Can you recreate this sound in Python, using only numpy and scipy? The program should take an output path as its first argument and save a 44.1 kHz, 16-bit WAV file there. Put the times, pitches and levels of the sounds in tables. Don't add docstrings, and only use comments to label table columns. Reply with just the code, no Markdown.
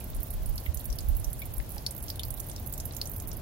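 import sys
import numpy as np
from scipy import signal
from scipy.fft import rfft, irfft, next_fast_len
from scipy.io import wavfile
from scipy.ndimage import uniform_filter1d, minimum_filter1d, map_coordinates

SR = 44100
rng = np.random.default_rng(int(sys.argv[2]) if len(sys.argv) > 2 else 0)


def dump(signal):
    limited = np.clip(np.atleast_2d(signal).T, -1, 1)
    pcm = np.round(limited * 32767).astype(np.int16)
    wavfile.write(sys.argv[1], SR, pcm)


def rack_gain(trim_db):
    fader = np.asarray(trim_db, float)
    return 10 ** (fader / 20)


N = 150381

# t/s, peak level/dB, f/Hz
STONE_EARLY = [(0.0022, -32.5, 11300), (0.0416, -30, 12600), (0.1017, -30, 14600), (0.1148, -42, 14600),
               (0.1473, -32, 10400), (0.2037, -33, 11900), (0.231, -23, 13700), (0.2682, -32, 15000),
               (0.3049, -26.5, 11700), (0.3374, -30.5, 12300), (0.4314, -34, 15000), (0.4591, -28, 10900),
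               (0.4942, -33, 13700), (0.5567, -29.5, 12500), (0.5791, -31, 11600), (0.7444, -23, 11700),
               (0.7719, -30, 11800), (0.7946, -29.5, 12300), (0.8426, -26, 15200), (0.8553, -25, 11500),
               (0.9271, -33.5, 11600), (0.9864, -27.5, 11500), (1.0446, -35, 15700), (1.0858, -26.5, 13600),
               (1.1511, -33, 11700), (1.1671, -22.5, 15100), (1.2438, -29, 12500), (1.3063, -39, 12400),
               (1.3306, -26, 10600)]
STONE_MIDDLE = [(1.393, -28.5, 12500), (1.4009, -32, 11600), (1.4188, -32, 13800), (1.4551, -29.5, 11600),
                (1.5386, -27, 13100), (1.5805, -28, 11000), (1.7037, -29, 13700), (1.7192, -30.5, 11500),
                (1.7474, -34, 11400), (1.7793, -36, 12500), (1.8639, -29, 10500), (1.9084, -26, 9500),
                (1.9488, -31, 13600), (1.9639, -30.5, 12000), (1.9789, -27, 14000), (2.0263, -28.5, 10600),
                (2.0382, -31.5, 11000), (2.0901, -29, 13000), (2.1015, -26, 13400), (2.1574, -35, 10400),
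                (2.1947, -28, 10600), (2.2334, -29, 12900), (2.251, -27, 14500), (2.3052, -24, 10900),
                (2.3403, -27.5, 12900), (2.372, -33, 12800), (2.3832, -35, 13100)]
STONE_LATE = [(2.4003, -25.5, 10500), (2.4672, -30.5, 14400), (2.4861, -32, 11700), (2.4973, -29, 9500),
              (2.5623, -40, 14000), (2.5977, -31, 14500), (2.6624, -29, 12700), (2.6722, -25.5, 12500),
              (2.6965, -32.5, 13800), (2.7251, -24, 13800), (2.7376, -26.5, 13700), (2.7784, -27, 13000),
              (2.803, -31.5, 10200), (2.8547, -23, 12500), (2.9476, -32, 10700), (2.9663, -24.5, 13500),
              (3.0145, -27.5, 12900), (3.0562, -31, 13700), (3.0722, -29, 8900), (3.0958, -26, 14400),
              (3.1156, -27.5, 13700), (3.1353, -30, 13200), (3.1623, -26, 13600), (3.222, -30, 14400),
              (3.2736, -25.5, 14700), (3.2805, -33.5, 9800), (3.2882, -30, 13200), (3.3301, -32.5, 12000),
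              (3.3697, -29.5, 12500)]
# t/s, peak level/dB, f/Hz
STONE_SOFT = [(0.0225, -36, 15100), (0.0712, -40, 14800), (0.1636, -31.5, 10600), (0.2831, -39, 10700),
              (0.326, -35, 11600), (0.4713, -36, 11500), (0.49, -27, 13500), (0.532, -49, 10300),
              (0.5365, -39, 10700), (0.5444, -37, 15000), (0.599, -30, 12600), (0.6359, -32, 12500),
              (0.656, -26, 15000), (0.702, -39, 15000), (0.807, -28, 12500), (0.874, -41, 12500),
              (0.8998, -37, 11800), (0.92, -48, 12500), (0.955, -30, 12500), (1.1265, -41, 10000),
              (1.1973, -26, 11200), (1.2202, -43, 15300), (1.294, -44, 13400), (1.301, -31, 12200),
              (1.463, -33, 13500), (1.5667, -29, 12100), (1.608, -38, 12500), (1.6245, -35, 14400),
              (1.6445, -44, 12700), (1.691, -28, 12500), (1.7584, -31, 12500), (1.92, -32, 12700),
              (2.0037, -34, 11300), (2.0637, -31, 12900), (2.2818, -26.5, 13600), (2.3958, -23, 13500),
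              (2.4265, -40, 14400), (2.4416, -32, 9900), (2.6249, -40, 10100), (2.7964, -32, 13500),
              (2.922, -31, 12400), (2.983, -30, 14100), (3.153, -33, 13500), (3.1801, -28, 12500),
              (3.2, -28, 10700), (3.361, -36, 13100)]
# t/s, peak level/dB, f/Hz
PUDDLE_DROPS = [(0.5788, -32, 4640), (0.661, -40, 2870), (0.7715, -32.5, 6700), (0.9009, -37, 5900),
                (0.9263, -35, 5270), (0.986, -31, 4750), (1.2442, -32, 6250), (1.4182, -41.5, 3500),
                (1.7808, -36, 5100), (1.8637, -22.5, 5040), (2.082, -33, 5260), (2.1009, -28, 4860),
                (2.1565, -45, 3950), (2.1938, -29.5, 3390), (2.2328, -31, 4620), (2.376, -46.5, 3740),
                (2.4007, -32, 7400), (2.4953, -45, 3400), (2.5616, -33.5, 5300), (2.7372, -29.5, 7900),
                (2.7776, -38, 6400), (2.908, -41, 4000), (2.9657, -30.5, 6900), (3.0143, -25, 4680),
                (3.055, -39, 6000), (3.1996, -33.5, 6900), (3.3147, -34, 5740)]
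# t/s, peak level/dB, f/Hz
MORE_PUDDLE_DROPS = [
    (.008, -45, 2400),
    (.132, -50.5, 3700),
    (0.801, -44.5, 3900),
    (1.765, -39.5, 830),
    (1.006, -34.5, 6600),
    (2.514, -36.5, 6300),
    (2.58, -49, 4500),
    (1.6, -39, 1900),
    (2.935, -40, 5800),
    (2.8, -29, 6400),
]
# t/s, peak level/dB, f/Hz, T60/s
BUBBLE_TONES = [(.6615, -38, 2100, 0.057), (0.6613, -59, 3660, 0.092), (1.418, -39, 2300, 0.069),
                (1.8642, -22.5, 4380, 0.028), (1.8634, -20.5, 5210, 0.0098), (2.1942, -39.5, 3680, 0.038),
                (2.2331, -23.5, 4940, 0.015), (3.0135, -28.5, 4310, 0.026), (3.0143, -25, 5280, 0.011),
                (3.058, -38, 6070, .05), (.9015, -40, 5700, .03), (1.2436, -33, 5900, .03),
                (2.58, -47.5, 3720, 0.032), (2.1017, -41, 5000, 0.015)]
# f/Hz, level/dB
LEFT_PORT = [(2500, 4.5), (4500, 2), (7700, -5), (10000, -7), (15000, -18)]
# f/Hz, level/dB
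RIGHT_PORT = [(5000, 2), (7700, 0), (9500, 3.5)]
# f/Hz, level/dB
WATER_TOP = [(15850, 0), (16000, -33)]
# t/s, level/dB
WIND_LEVEL = [
    (0, -34.5),
    (.3, -34),
    (.55, -32),
    (.65, -48),
    (.95, -36),
    (1.1, -26.5),
    (1.35, -35.5),
    (1.6, -40.5),
    (1.75, -43),
]
# f/Hz, level/dB (per Hz)
WIND_SPECTRUM = [(18, -14), (28, 7), (60, 1), (140, -20.5), (300, -66)]
# t/s, peak level/dB, thump f/Hz, port (0 left, 1 right)
WIND_PUFFS = [
    (.17, -24.5, 39, 0),
    (0.199, -21.5, 45.4, 1),
    (0.357, -30, 40, 1),
    (0.501, -22, 33, 1),
    (0.696, -16, 63, 1),
    (0.775, -24, 59, 1),
    (0.908, -21, 47, 0),
    (1.283, -17.5, 46.2, 1),
    (1.594, -20, 43.3, 0),
]
# f/Hz, level/dB (per Hz)
RUMBLE_SPECTRUM = [(15, -67), (25, -2), (76, 1.5), (124, -2.5), (161, -9.5), (286, -14.5), (457, -20),
                   (614, -16.5), (1600, -32.5), (2080, -36), (3520, -120)]
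# f/Hz, left-right correlation
RUMBLE_COHERENCE = [(50, 1), (150, 0.95), (380, 0.67), (700, 0.14), (1300, 0)]
# t/s, level/dB
RUMBLE_SWELL = [(0, 0), (1.2, -1), (3.4, 1)]
# f/Hz, level/dB (per Hz)
HISS_SPECTRUM = [(800, -52), (1400, 1.5), (3000, 3.5), (7000, 0.5), (12000, -6.5), (15900, -7)]
# f/Hz, level/dB
HISS_BALANCE = [(2000, 3), (9000, 2.5)]

PORT_LAGS = [11, 0]
STEADY_TOP_HZ = 15950


def unit(x):
    return x / np.sqrt(np.mean(x ** 2) + 1e-20)


def along(points, hz):
    f, v = np.transpose(points)
    return np.interp(np.log(hz + 1), np.log(f + 1), v)


def wobble(rate):
    knots = rng.standard_normal(int(N * rate / SR) + 4)
    return map_coordinates(knots, [np.arange(N) * rate / SR])


def filtered(x, response):
    m = next_fast_len(N + 8192)
    return irfft(rfft(x, m) * response(np.fft.rfftfreq(m, 1 / SR)), m)[..., :N]


def drops(s, db, hz, cycles, crack_db, echo_db, t60, far_db=0):
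    size = 4096
    t, f = np.arange(size) / SR, np.fft.rfftfreq(size, 1 / SR)
    early = rack_gain(echo_db - 60 * t / t60)
    late = rack_gain(-20 + far_db - 60 * t / 0.11)

    chance = rng.standard_normal((len(s), 4, size))
    scatter = chance[:, :2] * np.abs(chance[:, 2:]) * (t < .08)
    scatter = scatter * np.linalg.norm(early) / np.linalg.norm(scatter * early, axis=2, keepdims=True)
    scatter[:, :, 0] = 1 / early[0]

    pitch = np.asarray(hz)[:, None, None]
    width = pitch / cycles
    ring = (1j * f * width / (pitch * pitch - f * f + 1j * f * width)) ** 2
    edge = 0.66 * pitch
    crack = rack_gain(crack_db) * f * f / (edge * edge - f * f + 1j * f * edge)
    crack = crack / (1 + 1j * f / (2 * pitch))

    ringing = rfft(scatter * (early + late)) * ring
    cracking = rfft(scatter * early * rack_gain(-60 * t / 0.37)) * crack
    shape = irfft(ringing + cracking, size)
    level = rack_gain(db + 14.0)[:, None, None]
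    shape = shape / np.linalg.norm(shape, axis=2, keepdims=True) * level

    at = np.round(np.asarray(s) * SR).astype(int)[:, None] + np.arange(size)
    ports = []
    for k, lag in enumerate(PORT_LAGS):
        ports.append(np.bincount((at + lag).ravel(), shape[:, k].ravel(), N + 2 * size)[:N])
    return np.array(ports)


def splats():
    soft = [(s + .001, db - 4, hz) for s, db, hz in STONE_SOFT]
    s, db, hz = np.transpose(list(STONE_EARLY) + list(STONE_MIDDLE) + list(STONE_LATE) + soft)
    return drops(s, db + 2.0, hz, cycles=2.67, crack_db=-12, echo_db=-9.5, t60=0.028)


def plinks():
    s, db, hz = np.transpose(list(PUDDLE_DROPS) + list(MORE_PUDDLE_DROPS))
    return drops(s + 0.00059, db + 2.5, hz, cycles=3.9, crack_db=-14.5, echo_db=-15.5, t60=.022, far_db=-7)


def bubbles():
    out, t = np.zeros((2, N + SR)), np.arange(SR // 8) / SR
    flutter_db = 4
    flutter = rack_gain(flutter_db * np.array([wobble(340), wobble(300)]))
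    for s, db, hz, t60 in BUBBLE_TONES:
        attack = 1 - np.exp(-t / 0.00041)
        tone = rack_gain(db - 60 * t / t60) * attack * np.sin(2 * np.pi * hz * t)
        for k, lag in enumerate(PORT_LAGS):
            out[k, round(s * SR) + lag:][:len(t)] += tone
    return out[:, :N] * flutter


def patter():
    drops_per_s, centre_hz, floor_db, spread_db = 220, 12500, -45, 1.5
    u = rng.random((int(drops_per_s * N / SR), 3))
    hz = np.clip(centre_hz * np.exp(0.5 * (u[:, 1] - .5)), 2000, 16000)
    db = floor_db - spread_db * np.log(1 - u[:, 2]).clip(-2)
    return drops(u[:, 0] * N / SR, db, hz, cycles=3.3, crack_db=-10.5, echo_db=-11, t60=0.066)


def rush(spectrum, alike):
    def shares(hz):
        angle = np.arccos(np.clip(along(alike, hz), -1, 1)) / 2
        return rack_gain(along(spectrum, hz)) * [np.cos(angle), np.sin(angle)]

    mid, side = filtered(rng.standard_normal((2, N)), shares)
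    return unit(np.array([mid + side, mid - side]))


def wind():
    t = np.arange(N) / SR
    lumps = rack_gain(3.6 * np.array([wobble(8.83), wobble(9.17)]))
    level_db = np.interp(t, *np.transpose(WIND_LEVEL)) + [[-6], [0]]
    out = rack_gain(level_db) * unit(lumps * rush(WIND_SPECTRUM, [(30, 0.1)]))
    for s, db, hz, port in WIND_PUFFS:
        envelope = np.exp(-((t - s) * hz / 0.53) ** 2 / 2)
        out[round(port)] -= rack_gain(db) * envelope * np.cos(2 * np.pi * hz * (t - s))
    return out


def background():
    swell_db = np.interp(np.arange(N) / SR, *np.transpose(RUMBLE_SWELL))
    rumble = rack_gain(-39.5 - 0.5 + swell_db) * rush(RUMBLE_SPECTRUM, RUMBLE_COHERENCE)
    hiss = rush(HISS_SPECTRUM, [(1000, 0.055)])
    hiss = filtered(hiss, lambda hz: rack_gain([along(HISS_BALANCE, hz), 0 * hz]))
    return rumble + rack_gain(-57.5) * hiss


def scene():
    def steady(hz):
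        return hz < STEADY_TOP_HZ

    def ports(hz):
        return rack_gain([along(LEFT_PORT, hz), along(RIGHT_PORT, hz)] + along(WATER_TOP, hz))

    water = splats() + plinks() + filtered(patter(), steady) + bubbles()
    return filtered(water, ports) + wind() + filtered(background(), steady)


def gated(x):
    low_hz, high_hz, reach_s = 2800, 9500, .035
    tick_db, patch_db = 12, -1
    hz, t, z = signal.stft(x, SR, nperseg=256)
    power = np.abs(z) ** 2
    treble = power[:, hz > high_hz].mean(axis=(0, 1))
    peak = -minimum_filter1d(-treble, size=round(reach_s / t[1]))
    near = peak > np.median(treble) * rack_gain(2 * tick_db)
    patch = uniform_filter1d(power.mean(axis=0), size=3, axis=0)
    patch = uniform_filter1d(patch, size=3, axis=1)
    weak = patch < np.median(patch, axis=1, keepdims=True) * rack_gain(2 * patch_db)
    inside = (hz > low_hz) & (hz < high_hz)
    return signal.istft(z * ~(weak & near & inside[:, None]), SR, nperseg=256)[1][:, :N]


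def roll_off(x):
    return signal.sosfilt(signal.butter(12, 16960, fs=SR, output="sos"), x)


def record(dry):
    mix = gated(filtered(dry, lambda hz: (hz < 16900) * (hz > 15)))
    return roll_off(mix)


dry = scene()
out = record(dry)
dump(out)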